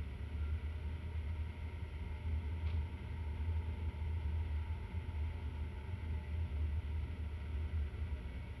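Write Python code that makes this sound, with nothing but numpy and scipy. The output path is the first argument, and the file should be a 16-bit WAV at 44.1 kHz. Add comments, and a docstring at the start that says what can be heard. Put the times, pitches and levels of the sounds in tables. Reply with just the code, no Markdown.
"""First heard is a deep throbbing boom, rising from about 73 to 78.5 Hz and later sinking: the lowest mode
of a closed centrifuge gondola, a sine that follows the drive's speed. Floor rumble and panel hum are shaped
noise, ventilation is fluttering noise, and gear tones are sines riding on the speed. Weak steady tones,
brief tones and one grainy scuff join in; the sound link adds hiss and faint clock whistles."""
import sys
import numpy as np
from scipy import signal
from scipy.fft import rfft, irfft, next_fast_len
from scipy.io import wavfile
from scipy.ndimage import map_coordinates

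SR = 44100
rng = np.random.default_rng(int(sys.argv[2]) if len(sys.argv) > 2 else 0)


def unload_audio(sound):
    """Save the sound as a 16-bit wav file, at the path given as the first command line argument."""
    columns = np.transpose(np.atleast_2d(sound))
    # keep every value between -1 and 1, then stretch to whole-number steps
    steps = np.round(np.clip(columns, -1, 1) * 32767)
    wavfile.write(sys.argv[1], SR, steps.astype(np.int16))


N = 379260
T = np.arange(N) / SR  # time of each sample, s

# Noise of the link's circuit: pitch_hz, relative_db_per_hz
CIRCUIT_SPECTRUM = [(5000, -40), (6000, -2), (6700, -1), (7100, -6), (7900, -2), (8600, -6), (9300, -8),
                    (10100, -6), (10500, 0), (11000, 1), (12000, -6), (15000, -7), (15900, -11),
                    (17000, -120)]
# Whistles at multiples 1, 3, 4, .. 11 of the link's clock: level_db
CLOCK_LEVELS = [-81, -90, -92, -101, -96, -96, -83, -101, -100, -116]
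CLOCK_HZ, BAND_LIMIT_HZ, CIRCUIT_DB = SR / 32, 15800, -90.0

# Steady weak tones: pitch_hz, level_db
FAINT_TONES = [(567, -83), (1136, -85.5), (4732, -108), (5751, -103), (5783, -102)]
# Brief tones: centre_s, pitch_hz, half_length_s (to 1/e), level_db
BRIEF_TONES = [(.478, 1380, 0.082, -65), (.66, 1397, .14, -72), (2.688, 2200, .04, -66),
               (6.25, 1950, .16, -70), (8.12, 963, 0.045, -65), (8.42, 2225, .18, -68.5),
               (9.9, 1980, .13, -71)]

# Duct resonances of the ventilation: pitch_hz, width_hz, relative_db
DUCT_MODES = [(510.4, 20, -2.5), (572, 13, -1), (609.7, 36.4, 0.5), (631, 25, -16), (713, 53, -5),
              (841, 60, -7.5), (921, 59, -0.5), (963.4, 32, -1), (1068, 250, -18.5), (1336, 215, -8.5),
              (1491, 286, -7.5), (1965, 125, -4), (2074, 110, -6.5), (2224, 110, -5)]
# Broad ventilation hiss: pitch_hz, relative_db_per_hz
HISS_SPECTRUM = [(400, -5), (1000, -2.5), (1600, -5), (1750, -12), (1850, -0.5), (2300, 5), (2900, 2.5),
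                 (3400, -0.5), (3900, -9.5), (4600, -11), (5100, -15.5), (5900, -17.5), (6200, -33),
                 (7000, -34), (9000, -120)]
AIR_DB, DUCT_SHARE_DB, HISS_SHARE_DB = -58, -4.5, -7  # common gain, then each part's gain

# Colour of the scuff: pitch_hz, relative_db_per_hz
SCUFF_SPECTRUM = [(200, -120), (300, -10), (800, -2), (1500, -3), (1750, -12), (2200, 0), (3500, -3),
                  (4500, -12), (5800, -24), (7000, -45), (9000, -120)]
SCUFF_START_S, SCUFF_RISE_S, SCUFF_T60_S = 2.656, .012, .34
SCUFF_DB = -49  # before the rise and fade

# Drive speed: time_s, offset_percent (from full speed)
DRIVE_SPEED = [(0, -3.5), (.5, -1.2), (1.1, 0), (5.9, 0), (6.5, -1.2), (7.2, -2), (8.6, -3)]
# Gear tones: pitch_hz (at full speed), on_s, loudest_s, off_s, top_level_db
GEAR_TONES = [(875, 2, 4.7, 6.5, -66), (940, .8, 3.8, 6.4, -68.5), (1039, .3, 6, 6.9, -80),
              (2084, 1.2, 4.8, 7.2, -72), (2117, .8, 1.6, 5.6, -72.5), (3135, 1, 4, 8.6, -81)]
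GEAR_FADE_S, GEAR_IDLE_DB = .3, -12  # ramp at on and off; change of level outside them
GEAR_SLOPE_DB = 1.7  # loss per second away from the loudest moment

# Panel resonances: pitch_hz, width_hz, relative_db
PANEL_MODES = [(110.3, 32.4, 0), (154.7, 18, -15), (178.3, 12.2, -6.5), (195.4, 22, -9), (216.3, 15, -15),
               (238.6, 13.6, -10), (260, 23, -11.5), (321.3, 62, -18.5), (373.2, 39, -14), (420.8, 37, -17),
               (461, 54, -20)]
PANEL_DB = -51.5
# Level of the floor rumble: time_s, level_db
RUMBLE_LEVEL = [(0, -50), (1.7, -50.5), (2.1, -48.5), (2.6, -53.5), (3.8, -49.5), (4.2, -47.5),
                (4.7, -49.5), (7.4, -51), (8.6, -47.5)]
# Colour of the floor rumble: pitch_hz, relative_db_per_hz
RUMBLE_SPECTRUM = [(12, -28), (21, -27), (26, -15), (40, -6), (54, 2), (64, 2), (76, -3), (90, -2),
                   (102, -12), (112, -20), (140, -40), (200, -120)]

# Level of the boom before throb and drop-outs: time_s, level_db
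BOOM_LEVEL = [(0, -41), (.25, -46.5), (.43, -37.5), (.8, -46.5), (1.3, -39), (1.9, -46), (2.3, -40),
              (2.5, -42), (2.8, -37.5), (3, -46.5), (3.45, -38), (3.6, -41), (4.5, -40.5), (5.2, -42),
              (6.1, -42.5), (6.75, -38.5), (7.4, -44), (7.95, -38.5), (8.6, -56)]
# Drop-outs of the boom: centre_s, depth_db
BOOM_DIPS = [(.6, 24), (1.55, 24), (2.9, 29), (2.99, 16), (3.16, 9), (3.64, 27), (3.74, 10), (3.93, 26),
             (4.07, 3), (4.58, 0), (4.64, 4), (4.79, 12), (4.88, 34), (5.05, 11), (5.65, 8), (5.75, 9),
             (5.99, 39), (6.49, 33), (6.82, 11), (7.07, 20), (7.69, 8), (7.91, 20), (8.05, 0), (8.17, 11),
             (8.31, 17)]
BOOM_HZ, BOOM_FOLLOWS = 78.5, 2.1  # pitch at full speed; % of pitch per % of speed
DIP_HALF_S, THROB_DB = 0.021, 3.5  # half-length of a drop-out (to 1/e); depth of the random throb


def amp(db):
    """Decibels express a ratio of amplitudes on a logarithmic scale."""
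    return 10 ** (np.asarray(db) / 20)


def unit(x):
    """Normalisation to an rms of 1 lets a single gain set the level."""
    return x / np.sqrt(np.mean(x ** 2) + 1e-20)


def curve(rows):
    """Linear interpolation turns (time_s, value) rows into one value per sample."""
    time_s, value = np.transpose(rows)
    return np.interp(T, time_s, value)


def wobble(rate):
    """Spline interpolation of random knots, rate per second, gives a smooth fluctuation."""
    coarse = T[::24]
    knots = rng.standard_normal(int(N * rate / SR) + 4)
    return np.interp(T, coarse, map_coordinates(knots, [coarse * rate]))


def filtered(x, response):
    """Linear filtering: the spectrum of x is multiplied by a response of frequency."""
    m = next_fast_len(N + 8192)
    return irfft(rfft(x, m) * response(np.fft.rfftfreq(m, 1 / SR)), m)[:N]


def coloured(points):
    """Spectral shaping: noise of rms 1 follows (pitch_hz, db) points on a log axis."""
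    f, db = np.transpose(points)

    def response(hz):
        return amp(np.interp(np.log(hz + 1), np.log(f + 1), db, left=-120))

    return unit(filtered(rng.standard_normal(N), response))


def resonant(modes):
    """Modal superposition: noise of rms 1 in resonances, each swelling slowly on its own."""
    total = 0
    for centre_hz, width_hz, db in modes:
        swell = amp(db + 0.61 * wobble(1.514))
        noise = rng.standard_normal(N)
        total = total + swell * filtered(noise, lambda hz: 1 / (1 + (2 * (hz - centre_hz) / width_hz) ** 2))
    return unit(total)


def tone(hz, db, jitter=0):
    """Phase is the integral of frequency: a sine of rms level db follows hz, with jitter in radians."""
    cycles = np.cumsum(hz + 0 * T) / SR + rng.random()
    return np.sqrt(2) * amp(db) * np.sin(2 * np.pi * cycles + jitter)


def relative_speed():
    """Proportionality to shaft speed: the drive's speed as a fraction of full speed."""
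    return 1 + curve(DRIVE_SPEED) / 100


def circuit_hiss():
    """Circuit noise: a steady random signal with the link's own spectrum."""
    return amp(CIRCUIT_DB) * coloured(CIRCUIT_SPECTRUM)


def clock_whistles():
    """Harmonic series: steady sines stand at whole multiples of the clock frequency."""
    orders = np.delete(np.arange(1, 12), 1)  # no second multiple
    return sum(tone(k * CLOCK_HZ, db) for k, db in zip(orders, CLOCK_LEVELS))


def faint_tones():
    """Slow modulation: weak sustained sines waver slightly in pitch and level."""
    return sum(tone(hz + 1.5 * wobble(6), db + 2.5 * wobble(3)) for hz, db in FAINT_TONES)


def brief_tones():
    """Gaussian envelopes: short sines swell and die away symmetrically, wavering in pitch."""
    total = 0
    for centre_s, hz, half_length_s, db in BRIEF_TONES:
        envelope = np.exp(-((T - centre_s) / half_length_s) ** 2)
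        total = total + tone(hz + 4 * wobble(19), db) * envelope
    return total


def ventilation():
    """Common modulation: duct resonances and broad hiss share one random flutter."""
    flutter = amp(AIR_DB + 0.15 * wobble(13) + 0.7 * wobble(70))
    duct = amp(DUCT_SHARE_DB) * resonant(DUCT_MODES)
    hiss = amp(HISS_SHARE_DB) * coloured(HISS_SPECTRUM)
    return flutter * (duct + hiss)


def scuff():
    """Friction noise: one grainy rub rises quickly and decays exponentially."""
    t = np.maximum(T - SCUFF_START_S, 0)
    rise = (1 - np.exp(-t / SCUFF_RISE_S)) ** 2
    fade = amp(SCUFF_DB - 60 * t / SCUFF_T60_S)
    grain = amp(2.6 * wobble(300))
    return rise * fade * unit(grain * coloured(SCUFF_SPECTRUM))


def gear_tones():
    """Gear pitch is proportional to speed: each tone rides on the drive and peaks at its own moment."""
    speed = relative_speed()
    total = 0
    for hz, on_s, loudest_s, off_s, top_db in GEAR_TONES:
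        idle = np.clip(np.maximum(on_s - T, T - off_s) / GEAR_FADE_S + .5, 0, 1)
        level_db = top_db - GEAR_SLOPE_DB * abs(T - loudest_s) + GEAR_IDLE_DB * idle + 2.1 * wobble(14)
        total = total + tone(hz * speed + wobble(10), level_db, jitter=.55 * wobble(22))
    return total


def panel_hum():
    """Forced vibration: panels shaken by the drive hum at their resonances."""
    return amp(PANEL_DB + 0.55 * wobble(5)) * resonant(PANEL_MODES)


def floor_rumble():
    """Structure-borne sound: the drive shakes the floor as low noise of varying level."""
    return amp(curve(RUMBLE_LEVEL)) * coloured(RUMBLE_SPECTRUM)


def cabin_boom():
    """Cavity mode: one low sine follows the drive's speed, throbs and briefly drops out."""
    hz = BOOM_HZ * (1 + BOOM_FOLLOWS * (relative_speed() - 1))
    throb_db = THROB_DB * np.minimum(wobble(24), 1.2)  # swells level off, sags do not
    dips_db = sum(depth_db * np.exp(-((T - s) / DIP_HALF_S) ** 2) for s, depth_db in BOOM_DIPS)
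    level_db = curve(BOOM_LEVEL) + throb_db - dips_db
    return tone(hz + 1.31 * wobble(9), level_db, jitter=0.74 * wobble(18))


def scene():
    """Superposition: the pressures of all sources in the gondola add."""
    background = faint_tones() + brief_tones() + ventilation() + scuff()
    drive = gear_tones() + panel_hum() + floor_rumble() + cabin_boom()
    return (background + drive)[None]


def record(dry):
    """Band limitation: the link adds hiss and whistles, then cuts steeply above its limit."""
    lowpass = signal.ellip(10, .1, 40, BAND_LIMIT_HZ, fs=SR, output="sos")
    return signal.sosfiltfilt(lowpass, dry + circuit_hiss() + clock_whistles())


dry = scene()
out = record(dry)
unload_audio(out)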